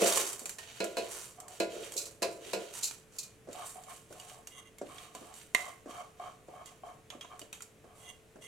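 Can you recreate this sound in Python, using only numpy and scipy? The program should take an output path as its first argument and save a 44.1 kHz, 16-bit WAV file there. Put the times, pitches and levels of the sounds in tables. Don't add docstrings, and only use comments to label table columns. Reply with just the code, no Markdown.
import sys
import numpy as np
from scipy import signal
from scipy.fft import rfft, irfft, next_fast_len
from scipy.io import wavfile

SR = 44100
rng = np.random.default_rng(int(sys.argv[2]) if len(sys.argv) > 2 else 0)


def to_wav(s):
    ch = np.atleast_2d(s).T
    pcm = np.round(np.clip(ch, -1, 1) * 32767)
    wavfile.write(sys.argv[1], SR, pcm.astype(np.int16))


N = 373527
AGE = np.arange(SR // 2) / SR

# (frequency [Hz], left-right correlation [0-1])
MIC_LIKENESS = [(30, 0.84), (130, 0.8), (500, 0.75), (2000, 0.41), (4000, 0.56), (8000, 0.57),
                (14000, 0.35)]
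# (frequency [Hz], level [dB])
SNAP_SPECTRUM = [(200, -10), (900, -2.5), (2000, -6.5), (3000, -8.5), (5000, -6), (7300, 5), (10000, -2),
                 (13000, -8), (16000, -19)]
CRUNCH_SPECTRUM = [(200, -30.5), (700, 1), (1000, -11), (1400, -3), (2100, -2), (3000, 2.5), (3900, -1),
                   (4900, -9.5), (6500, -4), (12000, -21.5)]


def amp(db):
    return 10 ** (np.asarray(db) / 20)


def unit(x):
    return x / np.sqrt(np.mean(x ** 2) + 1e-20)


def read(points, hz):
    f, value = np.transpose(points)
    return np.interp(np.log(hz + 1), np.log(f), value)


def add(mix, s, sound):
    part = mix[:, max(round(s * SR), 0):][:, :sound.shape[1]]
    part += sound[:, :part.shape[1]]


def tilt(points):
    return lambda hz: amp(read(points, hz))


def body(peaks):
    return lambda hz: np.sqrt(sum(amp(db) ** 2 / (1 + ((hz - f) / width) ** 2) ** 2
                                  for f, width, db in peaks))


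def noise(drive, colour):
    n = next_fast_len(len(drive))
    hz = np.fft.rfftfreq(n, 1 / SR)
    shared, apart = rfft(rng.standard_normal((2, len(drive))) * drive, n)
    same = np.clip(read(MIC_LIKENESS, hz), 0, 1)
    mid, side = shared * np.sqrt(1 + same), apart * np.sqrt(1 - same)
    return unit(irfft(np.array([mid + side, mid - side]) * colour(hz), n)[:, :len(drive)])


def grains(per_s, spread_db, clump_db, clump_s):
    sizes = amp(spread_db * np.minimum(rng.exponential(1, N), 4))
    clumps = unit(signal.lfilter([1], [1, -np.exp(-1 / (clump_s * SR))], rng.standard_normal(N)))
    return (rng.random(N) < per_s / SR) * sizes * amp(clump_db * clumps)


def burst(points, t60, tail_db, tail_t60):
    fall = amp(-60 * AGE / max(t60, 1e-3)) + amp(tail_db - 60 * AGE / tail_t60)
    return unit(noise(np.ones(len(AGE)), tilt(points)) * fall) * np.sqrt(np.mean(fall ** 2))


def ring(modes, vary_db):
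    hz, db, t60 = np.transpose(modes)[:, :, None]
    weight = rng.standard_normal((len(modes), 1))
    same = np.clip(read(MIC_LIKENESS, hz), 0, 1)
    offset = rng.choice([-1, 1], (len(modes), 1)) * np.arccos(same) / 2
    polarity = (-1) ** np.arange(len(modes))[:, None]
    fall = polarity * amp(db + vary_db * weight - 60 * AGE / t60)
    pair = [(fall * np.sin(2 * np.pi * hz * AGE + side * offset)).sum(0) for side in (1, -1)]
    return np.array(pair) / np.linalg.norm(amp(db))


def strokes(rows, attack_s, release_t60):
    t = np.arange(0, N, 32) / SR
    start, length, db, swell_db = np.transpose(rows)[:, :, None]
    age = t - start
    hold_db = db + swell_db * (np.clip(age / length, 0, 1) - .5)
    release_db = 60 * np.maximum(age - length, 0) / release_t60
    gain = np.clip(age / attack_s, 0, 1) * amp(hold_db - release_db)
    return np.interp(np.arange(N) / SR, t, np.linalg.norm(gain, axis=0))


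def room_tone():
    # (frequency [Hz], level [dB])
    air_spectrum = [(25, -13), (70, -8), (130, -6), (270, -11.5), (450, -11.5), (620, -13), (850, -22),
                    (1500, -21.5), (2500, -22.5), (4800, -31.5), (7000, -27.5), (11000, -30.5),
                    (16000, -41.5)]
    hum_tones = [(118.4, -76), (441.4, -69)]
    t = np.arange(N) / SR
    hum = sum(amp(db) * np.sqrt(2) * np.sin(2 * np.pi * (hz * t + rng.random())) for hz, db in hum_tones)
    return amp(-61.5) * noise(np.ones(N), tilt(air_spectrum)) + hum


def room_tail(x):
    decay_times = [(200, 0.28), (1000, 0.53), (4000, 0.34), (12000, 0.18)]  # (frequency [Hz], t60 [s])
    hz, t, spectra = signal.stft(noise(np.ones(len(AGE)), np.ones_like), SR, nperseg=256)
    fall = amp(-60 * t / read(decay_times, hz)[:, None])
    tail = signal.istft(spectra * fall, SR, nperseg=256)[1][:, :len(AGE)]
    tail *= np.minimum(AGE / 0.018, 1)
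    return signal.fftconvolve(x, tail / np.linalg.norm(tail[0]), axes=1)[:, :N]


def inside_pot(x, bounce_db, bounce_t60):
    steel_peaks = [(1432, 14, 7), (4063, 25, 3), (5362, 12, 4), (6474, 16, 3.5), (7356, 16, 4),
                   (8604, 10, 5), (10788, 16, 5)]
    bounces = noise(np.ones(len(AGE)), lambda hz: hz ** 2 / (hz ** 2 + 2500 ** 2))
    bounces *= amp(-60 * AGE / bounce_t60)
    x = x + amp(bounce_db) * signal.fftconvolve(x, bounces / np.linalg.norm(bounces[0]), axes=1)[:, :N]
    n = next_fast_len(N)
    hz = np.fft.rfftfreq(n, 1 / SR)
    sing = 1 + sum((amp(db) - 1) / (1 + 2j * (hz - f) / width) for f, width, db in steel_peaks)
    return irfft(rfft(x, n) * sing, n)[:, :N] / np.hypot(1, amp(bounce_db))


def ticks():
    contacts = [(0.0763, -24, -41, 1150, 0.014), (0.1235, -22, -35, 3680, 0.0029),
                (0.173, -21.5, -34, 1065, 0.0078), (0.3307, -30, -54, 3200, 0.004),
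                (0.3935, -26.5, -64, 1640, 0.00084), (0.4568, -25.5, -45, 2500, 0.002),
                (0.4944, -24.5, -43, 1550, 0.00077), (0.586, -45, -48, 1840, 0.011),
                (0.8427, -28.5, -44, 1360, 0.0039), (1.4019, -36, -58, 1210, 0.0038),
                (1.482, -36.5, -72, 1130, 0.0029), (1.921, -33.5, -54, 3260, 0.0028),
                (1.939, -36, -58, 3260, 0.003), (2.9107, -30.5, -48, 2380, 0.0016),
                (4.1263, -43, -52.5, 1490, 0.0027), (4.1989, -38.5, -49.5, 2930, 0.0027),
                (4.472, -33.5, -49.5, 2820, 0.0025), (4.784, -43.5, -56, 2170, 0.0052),
                (4.9828, -50, -44, 3350, 0.0031), (5.1497, -38.5, -46, 1013, 0.0052),
                (7.1023, -39.5, -39, 3380, 0.0017), (7.21, -47, -42, 3280, 0.0043),
                (7.247, -58, -48.5, 997, 0.0036), (7.3937, -35, -56, 3630, 0.0024),
                (7.416, -42, -47, 2940, 0.0023), (7.5283, -31.5, -40, 2560, 0.0017),
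                (7.606, -43, -46.5, 1350, 0.0017), (7.621, -35.5, -66, 3800, 0.0064)]
    clink_spectrum = [(300, -14), (1100, 0), (1500, -6), (2100, -0.5), (3100, 2), (3900, -2.5), (5000, -25),
                      (6400, 0), (10000, -46)]
    out = np.zeros((2, N))
    for s, snap_db, wall_db, hz, chatter in contacts:
        add(out, s, amp(snap_db - 5) * burst(SNAP_SPECTRUM, t60=6 * chatter, tail_db=-14, tail_t60=0.28))
        add(out, s, amp(wall_db - 8) * burst(clink_spectrum, t60=8 * chatter, tail_db=-1, tail_t60=0.19))
        modes = [(hz, 0, 18 * chatter), (hz * 1.6, -9, 14 * chatter)]
        add(out, s, amp(wall_db + 3) * ring(modes, vary_db=0))
    return out


def jewellery():
    jingles = [(1.9663, -29), (1.9775, -24.5), (2.0149, -34), (2.0556, -37), (2.8276, -32.5), (2.832, -24),
               (2.8416, -24), (2.8557, -33), (2.8734, -30), (3.1855, -28), (3.2305, -38)]
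    jangle_spectrum = [(400, -39), (1800, -27), (2500, -5), (3400, -9.5), (4200, 7), (5100, 1.5), (7300, 9),
                       (9000, -0.5), (12000, -3.5), (16000, -15)]
    clack = (5.5478, -22, -13.5)
    # (frequency [Hz], level [dB], t60 [s])
    bangle_modes = [(2440, -1.5, 0.4), (2616, -1, 0.21), (2900, -21, .25), (3480, -4, 0.31),
                    (4070, 8.5, 0.14), (4300, 3, 0.19), (4580, -10.5, 0.17), (5380, 6, 0.097),
                    (6240, 9, 0.16), (6360, 3, .15), (6500, -6, 0.074), (7400, 18.5, 0.073),
                    (8250, -13, .15), (12000, -13, .15)]
    rim_modes = [(725, -25.5, 0.32), (1013, -8, 0.062), (1182, -17, 0.079), (1870, -7, 0.05),
                 (2068, -8.5, 0.051), (2000, -23.5, 0.41), (2088, 4, 0.044), (2490, -13, 0.064),
                 (2660, -2, 0.017), (2860, -16, 0.06), (3530, -15, 0.045), (3830, -9.5, 0.027),
                 (4360, -10.5, 0.031), (6680, -22, .1), (7630, -34, .1), (8200, -24, 0.14),
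                 (2036, -19, 0.28)]
    out = np.zeros((2, N))
    for s, db in jingles:
        add(out, s, amp(db - 10) * ring(bangle_modes, vary_db=2))
        add(out, s, amp(db - 8.5) * burst(jangle_spectrum, t60=0.13, tail_db=-8.5, tail_t60=0.17))
    s, crack_db, ring_db = clack
    to_right = amp([[-1], [1]])
    add(out, s, to_right * amp(crack_db) * burst(SNAP_SPECTRUM, t60=.015, tail_db=-25, tail_t60=.17))
    add(out, s, to_right * amp(crack_db - 8) * burst(CRUNCH_SPECTRUM, t60=.05, tail_db=-14, tail_t60=.2))
    add(out, s + .0005, to_right * amp(ring_db) * ring(rim_modes, vary_db=-0.5))
    return out


def hand_knocks():
    knocks = [(0.019, -23, -36, -45, -57, 0.0051), (0.06, -32, -53, -30, -37, 0.015),
              (0.585, -59, -53, -41.5, -46, 0.003), (0.803, -29, -31.5, -34, -45.5, 0.0044),
              (0.969, -33, -34.5, -32.5, -42.5, 0.0028), (0.982, -34.5, -38, -38, -45.5, 0.006),
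              (1.601, -28.5, -31, -30, -38.5, 0.0031), (2.221, -31, -53, -32.5, -39.5, 0.0048),
              (2.227, -34.5, -37, -26, -36.5, 0.0065), (2.533, -31, -34, -29.5, -42.5, 0.012)]
    pats = [(0.415, -43, 0.088), (2.212, -45, 0.08), (3.472, -40.5, 0.11), (3.486, -36, 0.11),
            (4.105, -41, 0.096), (4.813, -29.5, 0.063), (4.815, -32.5, 0.061), (5.148, -42, 0.12),
            (5.212, -43, 0.13), (5.857, -38.5, 0.23), (6.482, -39, 0.05), (7.147, -38, 0.043),
            (7.246, -48, 0.074), (7.414, -40.5, 0.082), (7.841, -44.5, 0.082), (8.356, -41, 0.049),
            (8.385, -54, 0.23)]
    pot_modes = [(195, -11, .25), (335, -6, .3), (383, -5, .3), (412, -5, .3), (450, -4, .3), (536, -2, .3),
                 (630, -5, .3), (680, 0, .3), (996, -6, .35), (1428, -5, .35), (1640, -7, .2),
                 (2060, -8, .25), (2258, -4, .22), (2480, -3, .2), (2557, -6, .3), (2635, -1, .27),
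                 (2905, -4, .22), (3400, -11, .25), (3920, -6, .18), (4063, 0, .17), (4240, -4, .18),
                 (4330, -6, .18), (4950, -12, .2), (5362, -11, .22), (6474, -10, .2), (7356, -10, .2)]
    # (frequency [Hz], level [dB])
    thud_spectrum = [(60, -45), (150, -73), (180, -7), (220, -3), (265, -10), (340, 5), (500, 8),
                     (690, 4.5), (800, -13.5), (1200, -37), (2500, -13.5), (8000, -47)]
    clank_spectrum = [(300, -35), (800, -1.5), (1020, 5), (1200, -5.5), (1420, -7), (1680, -1), (1900, -7),
                      (2500, 2.5), (3300, -13.5), (4100, 2), (5000, -2), (10000, -26.5)]
    pat_spectrum = [(60, -23), (150, -21), (230, -2), (450, -1), (650, 0), (900, -17.5), (1400, -19.5),
                    (3000, -37), (8000, -30), (16000, -63.5)]
    out = np.zeros((2, N))
    for s, thud_db, ring_db, clank_db, click_db, chatter in knocks:
        flesh = np.minimum(AGE / 0.0018, 1)
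        thud = burst(thud_spectrum, t60=0.31, tail_db=-20.5, tail_t60=0.66)
        add(out, s, amp(thud_db - 2.5) * flesh * thud)
        add(out, s, amp(thud_db - 2) * ring(pot_modes[:8], vary_db=2))
        add(out, s, amp(ring_db - 1.5) * ring(pot_modes[8:], vary_db=1.8))
        add(out, s, amp(clank_db - 6) * burst(clank_spectrum, t60=0.12, tail_db=-14.5, tail_t60=0.4))
        add(out, s, amp(click_db + 2) * burst(SNAP_SPECTRUM, t60=7 * chatter, tail_db=-7, tail_t60=0.24))
    for s, db, t60 in pats:
        fingertip = np.minimum(AGE / 0.0027, 1)
        add(out, s, amp(db - 6.5) * fingertip * burst(pat_spectrum, t60, tail_db=-10.5, tail_t60=0.41))
    return out


def wiping():
    # (start [s], length [s], level [dB], swell [dB], first height on the wall [0-1], last height [0-1])
    wipes = [(1.37, .17, -55, 2, 0.44, 0.1), (3.538, 0.1, -44, 2, 0.04, 0.43),
             (3.754, 0.054, -49, -4, 0.2, .1), (3.859, 0.059, -49, 7, 0.3, 0.5),
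             (4.138, .26, -56, 0, 0.4, 0.2), (4.54, 0.066, -59.5, 6, 0.8, .8),
             (4.883, 0.24, -55.5, -9, 0.96, 0.3), (5.15, 0.18, -55, 4, 0.4, .3),
             (5.564, 0.13, -46, 1, 0.4, 0.3), (5.871, .14, -47, 12, 0.8, 0.34),
             (6.191, 0.096, -45, 0, 0.33, 0.48), (6.481, 0.14, -50.5, 2, 0, 0.4),
             (6.664, .06, -61, 5, 1, 0.5), (6.832, .09, -48, -6, 0, 0.38), (7.112, .035, -52.5, -1, 0, 0.6),
             (7.23, 0.021, -54, 0, .3, 0.6), (7.293, 0.042, -50, 5, .85, 0.76),
             (7.83, 0.28, -61.5, 4, 0.66, 0.14)]
    brushes = [(4.5, 0.1, -61, 7), (4.65, 0.021, -63, -5), (5.89, 0.12, -71, -10), (6.65, 0.025, -61, -1),
               (7.21, 0.028, -58.5, -9), (7.98, 0.12, -65.5, 24.5), (8.41, .06, -57, -2)]
    plucks = [(1.385, -44.5), (3.757, -44), (6.198, -37.5), (6.242, -39), (6.835, -37.5), (6.868, -46),
              (7.335, -45)]
    # (frequency [Hz], width [Hz], level [dB])
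    wall_peaks = [(418, 22, -13.5), (614, 60, -2.5), (724, 28, 8), (860, 64, -5.5), (1084, 30, -1.5),
                  (1172, 122, -6), (1270, 62, -26), (1627, 110, -16.5), (2246, 100, -16), (3130, 52, -15)]
    brushed_peaks = [(1060, 95, -5.5), (1740, 92, -22.5), (2044, 45, 7), (2200, 44, -5), (2837, 45, 7),
                     (3310, 100, 5), (3660, 100, -8), (6330, 190, -0.5), (8980, 1700, -9.5)]
    slips = grains(per_s=4000, spread_db=.8, clump_db=.8, clump_s=.004)
    path = [point for s, length, _, _, first, last in wipes for point in ((s, first), (s + length, last))]
    height = np.clip(np.interp(np.arange(N) / SR, *np.transpose(sorted(path))), 0, 1)
    rub = np.sqrt(1 - height) * noise(slips, body(wall_peaks[:4]))
    rub += np.sqrt(height) * noise(slips, body(wall_peaks[4:]))
    brush = noise(grains(per_s=2100, spread_db=1.5, clump_db=1.5, clump_s=.005), body(brushed_peaks))
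    out = amp(-1.1) * strokes([row[:4] for row in wipes], attack_s=0.017, release_t60=0.18) * rub
    out += amp(6.5) * strokes(brushes, attack_s=0.02, release_t60=0.13) * brush
    wall_modes = [(hz, db, np.log(1000) / (np.pi * width)) for hz, width, db in wall_peaks]
    for s, db in plucks:
        add(out, s, amp(db + 1.5) * ring(wall_modes, vary_db=-1.5))
    return out


def rice():
    # (start [s], length [s], hiss [dB], crunch [dB], swell [dB], share of loose grains [0-1])
    pushes = [(-0.02, 0.098, -33, -37.5, 5.5, 0.07), (0.111, .095, -31, -36.5, -6.5, 0.25),
              (0.24, 0.08, -39.5, -58, -8.5, 0.26), (0.577, 0.27, -60, -52, 2, .05),
              (0.82, .24, -62, -57.5, 15.5, .05), (1.078, 0.16, -45, -55.5, -5.5, 0.25),
              (1.477, 0.092, -57, -59, 1, 0.05), (1.679, 0.18, -55.5, -51.5, 5, 0),
              (1.89, 0.17, -53, -62, 0, 0.5), (2.284, 0.041, -56.5, -66, 1, .3),
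              (2.39, .125, -58, -52.5, 8, 0.2), (2.576, 0.16, -59, -53, -8, 0.14),
              (2.724, 0.21, -49.5, -55.5, -14.5, 0.23), (3.103, 0.17, -59, -72, -5, 0),
              (3.49, .14, -58, -55, 4.5, 0.3), (3.635, 0.027, -44, -57, -1, 0.66),
              (3.727, 0.17, -68, -64, -2, 0.7), (3.858, 0.11, -54.5, -58.5, -3.5, 0.47),
              (4.07, 0.18, -61.5, -64, 7, 0.5), (4.256, 0.058, -56, -56.5, 0, 0.4),
              (4.836, 0.21, -63, -57.5, 6.5, 0.9), (5.122, 0.2, -61.5, -61.5, -4, 0.2),
              (5.334, 0.084, -54, -56.5, -7, 0.64), (5.539, .15, -51.5, -54, -7.5, 0.35),
              (5.866, 0.15, -60, -58.5, -3.5, 0.1), (6.166, 0.13, -66, -62, -1, 0),
              (6.455, 0.2, -71.5, -72, 0, 0.3), (6.642, .03, -58, -59, -2, 0),
              (6.827, 0.063, -67, -69, 0, 0), (7.184, 0.18, -72, -68, 1, .1),
              (7.93, 0.13, -62.5, -69, 4, 0.6), (8.406, 0.042, -54.5, -69, -8, 0.3)]
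    landings = [(-0.02, 0.06, -28.5, -6), (0.15, 0.046, -35.5, -0.5), (0.41, 0.043, -50.5, -1),
                (0.8, 0.36, -51.5, 2), (1.49, .08, -60, 0), (1.72, 0.062, -41, 9), (1.95, 0.056, -44, -3),
                (2.3, .17, -50, 8), (2.57, .13, -50, -4)]
    bottom_peaks = [(207, 14, -30), (322, 26, -6), (393, 61, 4), (438, 33, 4.5), (452, 50, -5.5),
                    (547, 57, 4.5), (583, 14, -20), (693, 19, 2), (980, 80, -19.5), (1430, 14, -12.5)]
    # (frequency [Hz], level [dB])
    bulk_spectrum = [(150, -32), (400, -17.5), (1000, 3), (1900, -3.5), (3000, -2.5), (4700, -4.5),
                     (6000, 2.5), (7300, 3), (9000, 1.5), (11000, -4), (13500, -10), (16000, -17.5)]
    loose_spectrum = [(1000, -22), (3000, -11), (5000, -35), (7000, 0.5), (8500, 9), (11000, -1.5),
                      (14000, -6), (16000, -23)]
    sliding = grains(per_s=4500, spread_db=2.4, clump_db=1.4, clump_s=.007)
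    pushed = grains(per_s=3500, spread_db=2, clump_db=1.4, clump_s=.007)
    landing = grains(per_s=2500, spread_db=1.5, clump_db=.8, clump_s=.008)
    start, length, hiss_db, crunch_db, swell_db, share = np.transpose(pushes)
    attack_s = 0.042
    flow = strokes(np.transpose([start, length, hiss_db, swell_db]), attack_s, release_t60=0.43)
    pressure = strokes(np.transpose([start, length, crunch_db, swell_db]), attack_s, release_t60=0.35)
    loose = np.clip(np.interp(np.arange(N) / SR, start + length / 2, share), 0, 1)
    bulk = np.sqrt(1 - loose) * noise(sliding, tilt(bulk_spectrum))
    fizz = np.sqrt(loose) * noise(sliding, tilt(loose_spectrum))
    hiss = amp(1.5) * flow * (bulk + fizz)
    jumping = rng.random(N) < 120 / SR * flow / flow.max()
    bounce = burst(SNAP_SPECTRUM, t60=.012, tail_db=-9, tail_t60=0.13)
    hits = jumping * rng.standard_normal(N)
    strays = amp(-62.5) * unit(signal.oaconvolve(hits[None], bounce, axes=1)[:, :N])
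    crunch = amp(-1) * pressure * noise(pushed, tilt(CRUNCH_SPECTRUM))
    pour = strokes(landings, attack_s=0.0099, release_t60=0.51)
    drum = amp(-3.04) * pour * noise(landing, body(bottom_peaks))
    return hiss + strays + crunch + drum


def scene():
    balance = [(60, 0.5), (300, -1), (550, 0.1), (1200, -3), (2300, -4), (4400, -1.5), (8000, -3),
               (14000, -2)]
    near = inside_pot(rice() + wiping() + ticks(), bounce_db=-6, bounce_t60=.035)
    low_cut = signal.butter(3, 133, "high", fs=SR, output="sos")
    near = signal.sosfilt(low_cut, near + hand_knocks() + jewellery())
    n = next_fast_len(N)
    lean_db = read(balance, np.fft.rfftfreq(n, 1 / SR)) / 2
    near = irfft(rfft(near, n) * amp([lean_db, -lean_db]), n)[:, :N]
    return near + amp(-15) * room_tail(near) + room_tone()


def record(dry):
    low_pass = signal.firwin(511, 16150, window=("kaiser", 9), fs=SR)
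    return signal.oaconvolve(dry, low_pass[None], "same")


dry = scene()
out = record(dry)
to_wav(out)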